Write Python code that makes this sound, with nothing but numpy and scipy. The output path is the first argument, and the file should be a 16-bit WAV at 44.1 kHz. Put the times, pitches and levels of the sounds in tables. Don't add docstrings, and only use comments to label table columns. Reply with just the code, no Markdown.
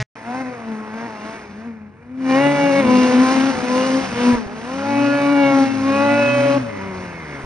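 import sys
import numpy as np
from scipy import signal
from scipy.fft import rfft, irfft
from scipy.io import wavfile
from scipy.ndimage import uniform_filter1d

SR = 44100
rng = np.random.default_rng(int(sys.argv[2]) if len(sys.argv) > 2 else 0)


def waveform_to_disk(signal):
    frames = np.transpose(np.atleast_2d(signal))
    scaled = np.clip(frames, -1, 1) * 32767
    samples = np.round(scaled).astype(np.int16)
    wavfile.write(sys.argv[1], SR, samples)


def ratio_of_db(decibels):
    return 10 ** (np.asarray(decibels, float) / 20)


N = 328913
T = np.arange(N) / SR
HZ = np.fft.rfftfreq(N, 1 / SR)


def colour(table, hz):
    f, v = np.transpose(table)
    return np.interp(np.log(hz + 1), np.log(f + 1), v)


def on_hz(table):
    return colour(table, HZ)


def columns(*tables):
    s, *cols = np.transpose(np.vstack(tables))
    return [np.interp(T, s, c) for c in cols]


def unit(x):
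    return x / np.sqrt(np.mean(x ** 2))


def walk(rate):
    k = int(SR / rate)
    held = np.repeat(rng.standard_normal(N // k + 1), k)
    slewed = uniform_filter1d(uniform_filter1d(held, k), k)
    return 1.4 * slewed[:N]


def window(t0, t1, fade):
    return np.clip(np.minimum(T - t0, t1 - T) / fade, 0, 1)


def bumps(rows):
    return sum(db * np.exp(-((T - s) / half_s) ** 2) for s, half_s, db in rows)


def order(turns, k, db, fade_db, lag):
    level = np.sqrt(2) * ratio_of_db(db + fade_db * walk(12))
    phase = 2 * np.pi * k * turns - lag * k + .3 * walk(25)
    return level * np.sin(phase)


# frequency in Hz, likeness 0-1.
PORT_LIKENESS = [(60, .99), (500, .98), (1000, .95), (2000, .78), (4000, .8), (8000, .7)]


def noise(spectrum, lo_hz, hi_hz, flicker_db):
    shape = ratio_of_db(on_hz(spectrum))
    alike = np.clip(on_hz(PORT_LIKENESS), -1, 1)
    mid, side = rfft(rng.standard_normal((2, N)))
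    mid, side = mid * np.sqrt(1 + alike), side * np.sqrt(1 - alike)
    pair = shape * np.array([mid + side, mid - side])
    out = 0
    for centre in np.arange(np.log2(lo_hz) - 2, np.log2(hi_hz) + 2, 1.):
        band = np.cos(np.pi / 2 * np.clip(np.log2(HZ + 1) - centre, -1, 1)) ** 2
        out = out + irfft(pair * band, N) * ratio_of_db(flicker_db * walk(14))
    inside = irfft(shape * mid * (HZ > lo_hz) * (HZ < hi_hz), N)
    return out / np.sqrt(np.mean(inside ** 2))


# start in seconds, firing rate aimed at in Hz, time constant in seconds,
# exhaust level aimed at in dB.
THROTTLE_MOVES = [(0.168, 220.4, 0.036, -38), (0.234, 311.2, 0.258, -21), (0.41, 247.8, 0.042, -31.5),
                  (0.527, 215.3, 0.093, -37), (0.645, 215, 0.086, -35.5), (0.91, 244, 0.15, -30.5),
                  (1.063, 208.9, 0.049, -38), (1.209, 270.4, 0.5, -36), (1.364, 197.1, 0.094, -43.5),
                  (1.541, 296.6, 0.29, -25), (1.672, 204, 0.12, -40), (1.921, 306.6, 0.31, -36.5),
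                  (2.161, 267.5, 0.56, 0.5), (2.349, 287.8, 0.063, -12), (2.542, 258.3, 0.49, -5),
                  (2.806, 245.1, 0.039, -17), (2.86, 252.2, 0.09, -14), (3.189, 273.5, 0.16, -13),
                  (3.494, 246.7, 0.056, -21), (3.676, 268.6, 0.17, -17), (4.052, 235.6, 0.041, -27.5),
                  (4.145, 246.4, 0.08, -13), (4.347, 170.1, 0.12, -29), (4.473, 295.7, 0.39, -19.5),
                  (4.64, 284.2, 0.088, -16.5), (5.339, 260.1, 0.4, -9.5), (5.633, 267.8, 0.065, -21.5),
                  (5.833, 292.5, 0.24, -13), (6.176, 278.7, 0.32, -13.5), (6.571, 234.5, 0.058, -12)]


def throttle():
    out = np.zeros((2, N))
    out[:] = [[227.3], [-33.5]]
    for s, hz, lag_s, db in THROTTLE_MOVES:
        i = int(s * SR)
        aim = np.array([[hz], [db]])
        lag = lag_s * np.array([[1], [0.37]])
        out[:, i:] = aim + (out[:, i - 1:i] - aim) * np.exp(-(T[i:] - s) / lag)
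    return out


# time in seconds, nearness in dB, pipe turned this way in dB,
# pipe clear of the snow in dB, silencer in view in dB.
SLED_POSE = [(.2, 2, -9, 4, 6), (.5, 6, -5, -4, -5), (1.02, 1, -1.5, 6, 1), (1.35, 2, 0.5, 5, 12.5),
             (1.6, 0.5, -5.5, -1.5, -9), (2.2, -3.5, -4.5, -9, -4), (2.34, 6.5, -3.5, 0.5, 0),
             (2.7, -3, 3, 0.5, 1.5), (3.0, 0, 3.5, -2, 7.5), (3.4, 2.5, -9.5, -1.5, -9),
             (3.7, -4.5, 6, 2, -0.5), (4.25, -1, 2.5, -4.5, -2.5), (4.64, -14.5, 5, 6.5, -3),
             (5.0, 0.5, 3, 1, 9), (5.45, 0, 3, 6, 8), (5.75, 3, -10, -9, -5), (5.95, -1.5, 6.5, 6.5, 10.5),
             (6.4, 0, 6, 0.5, 4)]
# centre in seconds, half width in seconds, depth in dB.
SNOW_CANCELS = [(1.2, 0.056, -5), (1.72, 0.1, -4.5), (2.57, 0.053, -9), (3.11, .02, -5.5),
                (3.54, 0.013, -12), (4.84, 0.098, -2.5), (5.9, 0.066, -2), (6.36, 0.19, -13)]
# time in seconds, roughness 0-1.
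FIRING_ROUGHNESS = [(0, .55), (1.8, .5), (2.3, .6), (2.65, .35), (3.0, .4), (4.3, .5), (4.6, .25), (7, .3)]
# frequency in Hz, level in dB.
PIPE_COLOUR = [(600, 5.5), (850, 4), (1000, 6.5), (1150, -4.5), (1500, -3.5), (1900, -10), (2300, -23),
               (3000, -52)]
# frequency over its main peak as a ratio, level in dB.
SILENCER_COLOUR = [(.5, -17.5), (.87, -6.5), (1.0, 7.5), (1.13, -8.5), (1.24, 5), (1.35, -46), (1.5, -12.5),
                   (2.2, -27.5)]
# time in seconds, peak
# in Hz.
SILENCER_PEAK = [(0, 2080), (2.3, 2360), (2.5, 2274), (3.3, 2203), (3.8, 2328), (4.25, 2170), (4.9, 2438),
                 (5.2, 2453), (5.6, 2113), (6.0, 2426), (6.6, 2650)]


def engine(hz, effort_db, lift_db):
    near_db, aim_db, clear_db, view_db = columns(SLED_POSE)
    level_db = effort_db + near_db
    first_db = level_db + bumps(SNOW_CANCELS)
    second_db = level_db - 6.5 + aim_db
    pipe_db = level_db - 16.5 + clear_db
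    silencer_db = level_db - 27.5 + view_db
    rough, = columns(FIRING_ROUGHNESS)
    peak_hz, = columns(SILENCER_PEAK)
    half_db = -20.5 - 0.7 * lift_db + 16.4 * rough

    turns = np.cumsum(hz * (1 + .008 * rough * walk(70))) / SR
    size = np.interp(turns, np.arange(4000), rng.standard_normal(4000))
    sound = order(turns, 1, first_db, 10.5 * rough, 0)
    sound = sound + order(turns, 2, second_db, 5 * rough, 0.05)
    sound = sound + order(turns, .5, level_db + half_db - 9, 3, 0)
    fade_db = 2.6 + 2 * rough
    for k in np.arange(2.5, 21, .5):
        pipe = ratio_of_db(pipe_db + colour(PIPE_COLOUR, k * hz))
        silencer = ratio_of_db(silencer_db + np.interp(k * hz / peak_hz, *np.transpose(SILENCER_COLOUR)))
        line = order(turns, k, half_db * (k % 1 > 0), fade_db, .9 + .05 * k)
        sound = sound + (pipe + silencer) * line
    puff = 0.93 + np.exp(-(turns % 1) / 0.14)
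    running = window(.1, 6.586, .012)
    return running * sound * ratio_of_db(2.45 * rough * size), unit(puff * ratio_of_db(2.0 * size))


# time in seconds, lug rate in Hz, hum in dB.
TRACK_GLIDES = [
    [(2.25, 46, -50.5), (2.4, 55, -47), (2.64, 83, -24), (2.72, 90, -30.5), (2.87, 110.6, -15),
     (3.06, 111, -22), (3.3, 116, -27), (3.7, 107.5, -31.5), (4.35, 95, -34.5)],
    [(4.45, 74.4, -30.5), (4.65, 81, -41.5), (4.95, 120.3, -23), (5.3, 142.4, -29), (5.5, 137, -22),
     (5.84, 102, -30), (6.03, 109.7, -23), (6.35, 130, -22), (6.55, 132, -19)],
    [(6.62, 127.9, -19), (6.72, 103.6, -35), (6.8, 98.5, -32), (7.03, 91.1, -33.5), (7.19, 82, -36),
     (7.35, 70.2, -34), (7.46, 66, -40.5)],
]
# frequency in Hz, level in dB.
TUNNEL_COLOUR = [(400, -1), (800, -14), (980, -2), (1200, -12), (1950, -11), (2120, 0), (2300, -12),
                 (3000, -26)]


def track():
    hz, hum_db = columns(*TRACK_GLIDES)
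    flutter = .008 + .03 * window(2.6, 4.4, .3)
    turns = np.cumsum(hz * (1 + flutter * walk(40))) / SR
    early = T < 4.4
    high_db = hum_db - 4 - 19 * window(4.0, 6.7, 0.027) - 1.5 * early
    hum = order(turns, 0.98, hum_db - 6.5 - 16.5 * early, 1.7, 0)
    hum = hum + order(turns, 2, hum_db, 1.2, 0)
    for k in range(3, 34):
        slap_db = high_db + colour(TUNNEL_COLOUR, k * hz) - 6 * (k % 2) - .8 * k * early
        hum = hum + order(turns, k, slap_db, 3, .21 * k)
    return hum * (window(1.5, 4.4, 0.082) + window(4.42, 8, 0.23))


# start in seconds, level in dB, pitch in Hz, time to fall 60 dB in seconds.
LANDING_THUDS = [
    (4.329, -19, 113.6, 0.096),
    (4.352, -26, 46, 0.12),
    (4.463, -18.5, 72, 0.024),
    (7.44, -17.5, 58.5, 0.03),
]


def landing():
    out = 0
    for s, db, hz, t60 in LANDING_THUDS:
        age = np.clip(T - s, 0, 1)
        out = out + ratio_of_db(db) * np.sin(2 * np.pi * hz * age) * np.exp(-np.log(1000) * age / t60)
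    return out


# time in seconds, level in dB.
SPRAY_LEVEL = [(0.16, -52.5), (0.32, -49.5), (0.85, -52), (1.31, -47.5), (1.94, -72.5), (2.13, -66.5),
               (2.31, -39.5), (2.49, -38), (3.33, -31), (3.61, -37), (3.79, -34.5), (4.14, -36),
               (4.28, -34.5), (4.5, -48), (4.95, -40), (6.53, -37.5), (6.66, -49), (7.45, -49)]
# frequency in Hz, level in dB per Hz.
HISS_COLOUR = [(1500, -18.5), (2600, 1.5), (3200, 1), (3700, -3), (5900, -1), (7000, -9.5), (9500, -7.5),
               (11000, -36)]
# frequency in Hz, level in dB per Hz.
CHURN_COLOUR = [(45, -35.5), (120, -5.5), (220, 8), (420, 2.5), (1600, 1.5), (2500, -4.5), (3200, -34),
                (4500, -48)]
# centre in seconds, half width in seconds, swell in dB.
WIND_GUSTS = [(.64, .04, -1), (1.5, .15, 6.5), (2.0, .25, 5.5), (2.6, .15, -5), (2.88, .04, 16),
              (3.58, .06, 16.5), (4.1, 0.092, 17), (5.65, 0.3, 4), (6.64, .08, 10), (7.0, 0.31, 12.5)]


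def snow(puff, lift_db):
    spray_db, = columns(SPRAY_LEVEL)
    hiss_db = spray_db + 0.38 * lift_db
    churn_db = -6 + 0.66 * hiss_db
    rumble_db = -51 + 0.13 * spray_db + bumps(WIND_GUSTS)
    rumble_colour = [(15, -34), (32, -29.5), (60, -8.5), (110, -4.5), (200, -8.0), (400, -66.0)]  # Hz, dB
    hiss = ratio_of_db(hiss_db) * (0.48 + 0.5 * puff) * noise(HISS_COLOUR, 2470, 7400, 1.33)
    churn = ratio_of_db(churn_db) * (.5 + 0.66 * puff) * noise(CHURN_COLOUR, 300, 2600, 0.89)
    rumble = ratio_of_db(rumble_db) * noise(rumble_colour, 36, 110, 1.4)
    return hiss + churn + rumble


def trees(direct):
    age = np.arange(SR // 2) / SR
    scatter = rng.standard_normal((2, len(age))) * np.exp(-age / 0.23) * (age > .01)
    return signal.fftconvolve(direct[None], scatter, axes=1)[:, :N] * ratio_of_db(-51)


def scrap():
    age = (T * 213 + 0.63) % 1 / 213
    band = signal.butter(6, (1500, 6500), "bandpass", fs=SR, output="sos")
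    gas = signal.sosfilt(band, rng.standard_normal(N)) * np.exp(-age / 0.0016)
    rise = np.clip(age / 0.0007, 0, 1)
    tones = np.sin(2 * np.pi * 1900 * age) + 0.66 * np.sin(2 * np.pi * 650 * age)
    ring = rise * tones * np.exp(-age / 0.00085)
    boom = np.sin(2 * np.pi * 124 * T)
    return ratio_of_db(-19.5) * boom + ratio_of_db(-10.5) * ring + ratio_of_db(-18.5) * gas


# frequency in Hz, left over right in dB.
PORT_LEVEL = [(60, -1), (150, 0.5), (330, 4.5), (1050, 1), (1860, -2), (3300, -6), (5850, 0.5), (10400, -1)]
# frequency in Hz, left's lead in radians.
PORT_PHASE = [(200, -.05), (1100, -.7), (2200, -1.1), (3500, .5), (4400, 1.1), (5500, 1.1), (7000, 2.4),
              (9400, 2.3)]


def ports(x):
    tilt = ratio_of_db(on_hz(PORT_LEVEL) / 2) * np.exp(.5j * on_hz(PORT_PHASE))
    left, right = rfft(x) * np.array([tilt, 1 / tilt]) * (HZ < 9700)
    mid = (left + right) / 2 * ((HZ < 6950) | (HZ > 8250))
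    mid = mid * ratio_of_db(-6 * np.exp(-((HZ - 3250) / 130) ** 2))
    side = (left - right) / 2
    return irfft(np.array([mid + side, mid - side]), N)


def scene():
    hz, effort_db = throttle()
    lift_db = effort_db - uniform_filter1d(effort_db, size=SR // 2)
    motor, puff = engine(hz, effort_db, lift_db)
    direct = np.tanh(1.055 * (motor + track())) / 1.474
    direct = signal.sosfilt(signal.butter(4, 70, "highpass", fs=SR, output="sos"), direct)
    direct = direct + landing()
    now = ports(direct + snow(puff, lift_db) + trees(direct)) * (T > .1546)
    before = scrap() * (window(-1, .029, .004) + ratio_of_db(-45) * window(-1, .065, .03))
    return now + before


def low_pass(x):
    return signal.sosfilt(signal.butter(12, 10980, fs=SR, output="sos"), x)


def record(dry):
    return low_pass(dry)


dry = scene()
out = record(dry)
waveform_to_disk(out)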